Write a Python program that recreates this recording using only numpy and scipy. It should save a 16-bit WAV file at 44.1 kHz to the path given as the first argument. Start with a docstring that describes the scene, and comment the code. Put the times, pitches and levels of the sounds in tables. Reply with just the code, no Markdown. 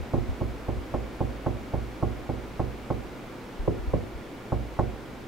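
"""Knuckles rap along a plasterboard wall, hunting for a stud: thirteen hollow knocks (the first with a
light second touch) and two tighter ones. Each blow is a force pulse that excites the board's damped modes,
boomier mid-bay and tighter over the stud; surfaces and the walls of a small room answer with echoes and a
noise tail, whose treble swells and then stops. Soft low thumps, the dying boom of an earlier knock and then
shifting weight, are damped swings. The steady rush of house ventilation is shaped noise with faint tones."""
import sys
import numpy as np
from scipy import signal
from scipy.fft import rfft, irfft
from scipy.io import wavfile

SR = 44100
rng = np.random.default_rng(int(sys.argv[2]) if len(sys.argv) > 2 else 0)


def int16_out(signal):
    """Quantize to a 16-bit WAV file."""
    q = np.round(np.clip(np.atleast_2d(signal).T, -1, 1) * 32767)
    wavfile.write(sys.argv[1], SR, q.astype(np.int16))


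N = 232633

RING = 40000  # length of an impulse response, samples
TIME = np.arange(RING) / SR  # s


def undb(db):
    """Level to amplitude ratio: 20 dB is a factor of ten."""
    return 10 ** (np.asarray(db) / 20)


def curve(points, hz):
    """Interpolate (frequency [Hz], value) points on a logarithmic frequency axis."""
    point_hz, value = np.transpose(points)
    return np.interp(np.log(np.maximum(hz, 1)), np.log(point_hz), value)


def add(out, sound, start_s):
    """Superposition: pressures add, so mix a sound into out from start_s."""
    i = max(int(start_s * SR), 0)
    out[:, i:i + sound.shape[-1]] += sound[..., :N - i]


def ring(hz, t60):
    """Free vibration of one mode: a sine whose level falls 60 dB in t60 seconds."""
    return np.sin(2 * np.pi * hz * TIME) * undb(-60 * TIME / t60)


def ventilation(air_db=-41, pan_db=-.5, start_db=1.02, end_db=-0.15):
    """Broadband flow noise coloured by duct resonances, easing slightly, with tones of fan and electrics."""
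    # spectrum of the rush: (frequency [Hz], relative density [dB])
    air_spectrum = [(25, -1), (50, -2.5), (82, -9.5), (122, -2.5), (165, -6), (260, -0.5), (350, -3.5),
                    (600, -9), (900, -12.5), (2200, -22), (3200, -25.5), (6000, -33.5), (9500, -40),
                    (15500, -41.5)]
    # stereo width of the rush: (frequency [Hz], side minus mid [dB])
    air_side = [(40, -21), (120, -8.5), (350, -11.5), (1000, -6), (2500, -6), (7000, -4.5), (13000, -7.5)]
    # duct resonances: (frequency [Hz], width [Hz], boost [dB])
    duct = [(369, 18, 4), (1415, 84, 3), (2250, 440, 4)]
    # steady hum and whine: (frequency [Hz], rms level before the left-right balance [dB])
    tones = [(118.4, -55.5), (258.4, -60), (328.4, -60), (500.6, -59.5), (2824, -74.5), (3431, -77),
             (10160, -87)]

    hz = np.fft.rfftfreq(N, 1 / SR)
    density_db = curve(air_spectrum, hz)
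    for centre_hz, width_hz, boost_db in duct:
        density_db = density_db + boost_db / (1 + (2 * (hz - centre_hz) / width_hz) ** 2)

    mid, side = rfft(rng.standard_normal((2, N))) * undb(density_db)
    mid = irfft(mid, N)
    side = irfft(side * undb(curve(air_side, hz)), N)
    easing_db = np.linspace(start_db, end_db, N)
    air = np.array([mid + side, mid - side]) * undb(air_db + easing_db) / mid.std()

    t = np.arange(N) / SR
    hum = np.zeros(N)
    for tone_hz, level_db in tones:
        hum += np.sqrt(2) * undb(level_db) * np.sin(2 * np.pi * (tone_hz * t + rng.random()))
    balance = undb(np.array([[pan_db], [-pan_db]]) / 2)
    return (air + hum) * balance


def thumps(rise_s=0.0013, right_lag_s=0.0039, decay_cycles=6.8, settle_s=0.0308, settle_db=-4.5):
    """Damped free vibration: each soft low thump is a slow swing, followed by a weaker second one."""
    # soft low thumps of shifting weight; the one at 0.0 s is the dying boom of an earlier knock:
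    # (time [s], level [dB], frequency [Hz])
    low_thumps = [(0.0, -22.5, 79), (0.177, -16, 59.3), (0.288, -15, 80), (0.776, -21, 71),
                  (3.593, -20, 41.2), (3.79, -23.5, 48), (3.874, -17, 58.7), (3.976, -22, 90),
                  (4.15, -26.5, 58.3)]

    out = np.zeros((2, N))
    for start_s, level_db, hz in low_thumps:
        decay = ring(hz, decay_cycles / hz)  # 60 dB down after decay_cycles swings
        left = undb(level_db) * decay * (1 - np.exp(-TIME / rise_s))
        right = np.interp(TIME - right_lag_s, TIME, left)
        swing = np.array([left, right])
        add(out, swing, start_s)
        add(out, undb(settle_db) * swing, start_s + settle_s * rng.uniform(0.49, 1.98))
    return out


def reflections(stud_trip_ms=4.208, first_return=-0.84, second_return=0.18, smear=0.0073):
    """Reflection: the bending wave first returns from the studs inverted; later the room sends echoes."""
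    # later echoes from surfaces and the room's walls: (delay [ms], gain [ratio, negative = inverted])
    room_echoes = [(14.43, 0.21), (20.59, -0.24), (43.19, -0.25), (68.0, -0.044)]

    ms = 1000 * TIME[:4096]
    out = np.zeros(len(ms))
    out[0] = 1  # the direct sound
    stud_returns = [(stud_trip_ms, first_return), (2 * stud_trip_ms, second_return)]
    for delay_ms, gain in [*stud_returns, *room_echoes]:
        # the spread is a fixed share of the delay: the later, the duller
        pulse = np.exp(-.5 * ((ms - delay_ms) / (smear * delay_ms)) ** 2)
        out += gain * pulse / pulse.sum()
    return out[None]


def room(side=1.0, build_s=0.009):
    """Diffuse reverberation: band noise with its own decay per band follows the direct sound and returns."""
    # reverberation: (frequency [Hz], 60 dB decay time [s]); a negative time makes the band swell
    decay_times = [(60, 1.5), (130, 0.1), (250, 0.4), (600, 0.5), (1500, -0.4)]
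    # colour of the tail: (frequency [Hz], level [dB])
    tail_colour = [(50, -14.5), (130, -6), (300, -6.5), (600, -6), (850, -6), (1200, -10)]

    hz = np.fft.rfftfreq(RING, 1 / SR)
    mid, wide = rng.standard_normal((2, RING))
    noise = rfft(np.array([mid + side * wide, mid - side * wide]))
    build = 1 - np.exp(-(TIME / build_s) ** 2)
    edges = 35 * 2 ** np.arange(0, 8, .5)  # half-octave bands, Hz
    out = np.zeros((2, RING))
    for low, high in zip(edges, edges[1:]):
        centre = np.sqrt(low * high)
        band = irfft(noise * ((hz >= low) & (hz < high)), RING)
        # bands above about 1.1 kHz swell until the response ends
        decay = np.exp(-np.log(1000) * TIME / curve(decay_times, centre))
        tail = band * decay * build
        share = 2 * (high - low) / SR  # the band's part of the whole spectrum
        energy = np.sum(tail ** 2, axis=1, keepdims=True)
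        out += tail * undb(curve(tail_colour, centre)) * np.sqrt(share / energy)
    out[:, 0] += 1  # the direct sound
    return signal.fftconvolve(out, reflections(), axes=1)[:, :RING]


def board(modes):
    """Modal superposition: the board's answer to a tap, left and right, with alternating mode signs."""
    out = np.zeros((2, RING))
    for k, (hz, level_db, t60, pan_db) in enumerate(modes):
        sides = undb(level_db + np.array([pan_db, -pan_db]) / 2)
        out += (-1) ** k * np.outer(sides, ring(hz, t60))
    return out


def wall(modes, space, dent_db, dent_hz, dent_t60=0.0072, fade_s=0.3):
    """Local and global response: the struck spot snaps at once, the board rings till the frame soaks it up."""
    fading = board(modes) * np.exp(-(TIME / fade_s) ** 2)
    ringing = signal.fftconvolve(fading, space, axes=1)[:, :RING]
    return ringing + undb(dent_db) * ring(dent_hz, dent_t60)


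def blow(contact_ms, follow_db, flesh_ms=2.4, scatter=0.2, scatter_s=0.0041):
    """Impact force: the knuckle's brief bump, 1 ms in, and the slower push of the fist behind it."""
    t = TIME[:1024]
    ms = 1000 * t - 1
    bone = np.exp(-8 * (ms / contact_ms) ** 2)
    flesh = np.exp(-np.abs(ms) / flesh_ms) * (ms > 0)
    force = bone / bone.sum() + undb(follow_db) * flesh / flesh.sum()
    # no two blows land on quite the same spot, so each has a slightly different colour
    spot = rng.standard_normal(len(t)) * np.exp(-t / scatter_s)
    spot = spot / np.linalg.norm(spot)
    return force + scatter * np.convolve(force, spot)[:len(t)]


def snap(contact_ms, snap_db=-43, snap_hz=1600, snap_s=0.0053, tick_db=-60, tick_hz=6800, tick_s=0.0049):
    """Contact noise, stronger for a shorter contact: a crack of the board's face, a tick of skin on paint."""
    t = TIME[:2048]
    crack, tick = rng.standard_normal((2, len(t)))
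    crack_band = signal.butter(3, [snap_hz / 1.9, snap_hz * 1.06], "band", fs=SR, output="sos")
    tick_band = signal.butter(2, [tick_hz / 1.2, tick_hz * 1.08], "band", fs=SR, output="sos")
    crack = signal.sosfilt(crack_band, crack)
    tick = signal.sosfilt(tick_band, tick)
    crack = undb(snap_db) * crack / crack.std() * np.exp(-t / snap_s)
    tick = undb(tick_db) * tick / tick.std() * np.exp(-((t - tick_s) / 0.001) ** 2)
    return (crack + tick) * (0.68 / contact_ms) ** 3


def bass_lag(sound, hz):
    """Phase dispersion: a first-order all-pass delays what lies below hz and leaves levels alone."""
    pole = np.exp(-2 * np.pi * hz / SR)
    return signal.lfilter([-pole, 1], [1, -pole], sound)


def knocks(bay_db=-0.95, stud_db=-1.0, follow_db=3.5, follow_fall=106, left_lag_hz=63, right_lag_hz=220):
    """Source-filter convolution: each blow's force drives the wall where the hand is, in one room."""
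    # knocks: (time [s], level [dB], contact time [ms])
    blows = [(0.136, 4.5, 0.99), (0.1682, -8.5, 0.92), (0.4117, -2, 0.91), (0.6842, -2.5, 1.0),
             (0.9405, 0.5, 0.66), (1.2058, 0.9, 0.81), (1.4631, 1.5, 0.68), (1.7367, 0.9, 0.88),
             (2.0264, 2.5, 0.78), (2.2918, -0.6, 0.92), (2.5955, 1, 0.75), (2.903, 1.4, 0.66),
             (3.6765, 4.5, 0.94), (3.935, 5.5, 0.95), (4.5216, -0.2, 0.72), (4.79, 3.5, 0.48)]
    # the hand's path: (time [s], place [0 = middle of the hollow bay, 1 = over the stud])
    hand = [(0.13, 0.2), (0.42, 0.015), (0.94, 0), (1.2, 0.073), (2.9, 0.093), (3.6, 0.71), (4.0, 0.73),
            (4.52, 0), (4.79, 0.078)]
    # the board between studs, with the low booms it shares with the room:
    # (frequency [Hz], relative level [dB], decay time before the frame's loss [s], left minus right [dB])
    bay_modes = [(56.4, -32.8, 0.645, -2.6), (72.8, -46.3, 1.039, -3.6), (103.4, -33.5, 0.357, -3.1),
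                 (121.4, -41.0, 0.427, -6.8), (140.5, -19.8, 0.041, -4.0), (217.8, -22.0, 0.05, -9.1),
                 (245.4, -22.6, 0.569, -6.8), (288.5, -31.1, 0.183, -9.6), (344.7, -30.9, 0.083, -7.4),
                 (372.7, -37.2, 0.241, -6.4), (399.5, -28.4, 0.045, -4.3), (468.2, -24.0, 0.146, -5.0),
                 (542.2, -26.5, 0.073, -2.0), (593.2, -30.6, 0.064, -3.4), (725.9, -21.0, 0.056, -0.8),
                 (781.8, -28.1, 0.127, -0.3), (892.2, -23.3, 0.037, -1.3), (1012.1, -32.5, 0.077, -0.8),
                 (1100.7, -19.7, 0.016, -1.4), (1532.9, -33.2, 0.016, -1.5)]
    # the board where a stud stiffens it:
    # (frequency [Hz], relative level [dB], decay time before the frame's loss [s], left minus right [dB])
    stud_modes = [(53.4, -27, 0.097, -10), (101.2, -33.5, 0.22, 18), (162, -26.5, 0.09, -14),
                  (258.6, -27, 0.096, -14), (330, -23, 0.03, -16), (469, -6, 0.021, -2),
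                  (495.6, -10, 0.051, -4.5), (614, -19, 0.017, 3), (717, -30, 0.18, -1),
                  (939, -17, 0.032, 4), (1260, -32.5, 0.012, -10)]

    space = room()
    out = np.zeros((2, N))
    bay = undb(bay_db) * wall(bay_modes, space, dent_db=-21.5, dent_hz=670)
    stud = undb(stud_db) * wall(stud_modes, space, dent_db=-14.5, dent_hz=540, dent_t60=0.025)
    for start_s, level_db, contact_ms in blows:
        place = np.clip(np.interp(start_s, *np.transpose(hand)), 0, 1)
        # the fist follows through where the board yields; follow_fall is in dB per unit of place
        force = undb(level_db) * blow(contact_ms, follow_db - follow_fall * place)
        response = (1 - place) * bay + place * stud
        struck = signal.fftconvolve(response, force[None], axes=1)
        add(out, struck, start_s - .001)  # the bump comes 1 ms into the force
        add(out, undb(level_db) * snap(contact_ms), start_s)
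    left, right = out
    return np.array([bass_lag(left, left_lag_hz), bass_lag(right, right_lag_hz)])


def scene():
    """Linear superposition of ventilation, thumps and knocks."""
    return knocks() + thumps() + ventilation()


def record(dry, bottom_hz=15, top_hz=15750):
    """Band limiting: a gentle high-pass drops the deepest rumble and a steep low-pass cuts the top."""
    rumble_cut = signal.butter(1, bottom_hz, "high", fs=SR, output="sos")
    top_cut = signal.ellip(12, .1, 90, top_hz, fs=SR, output="sos")
    return signal.sosfilt(top_cut, signal.sosfilt(rumble_cut, dry))


dry = scene()
out = record(dry)
int16_out(out)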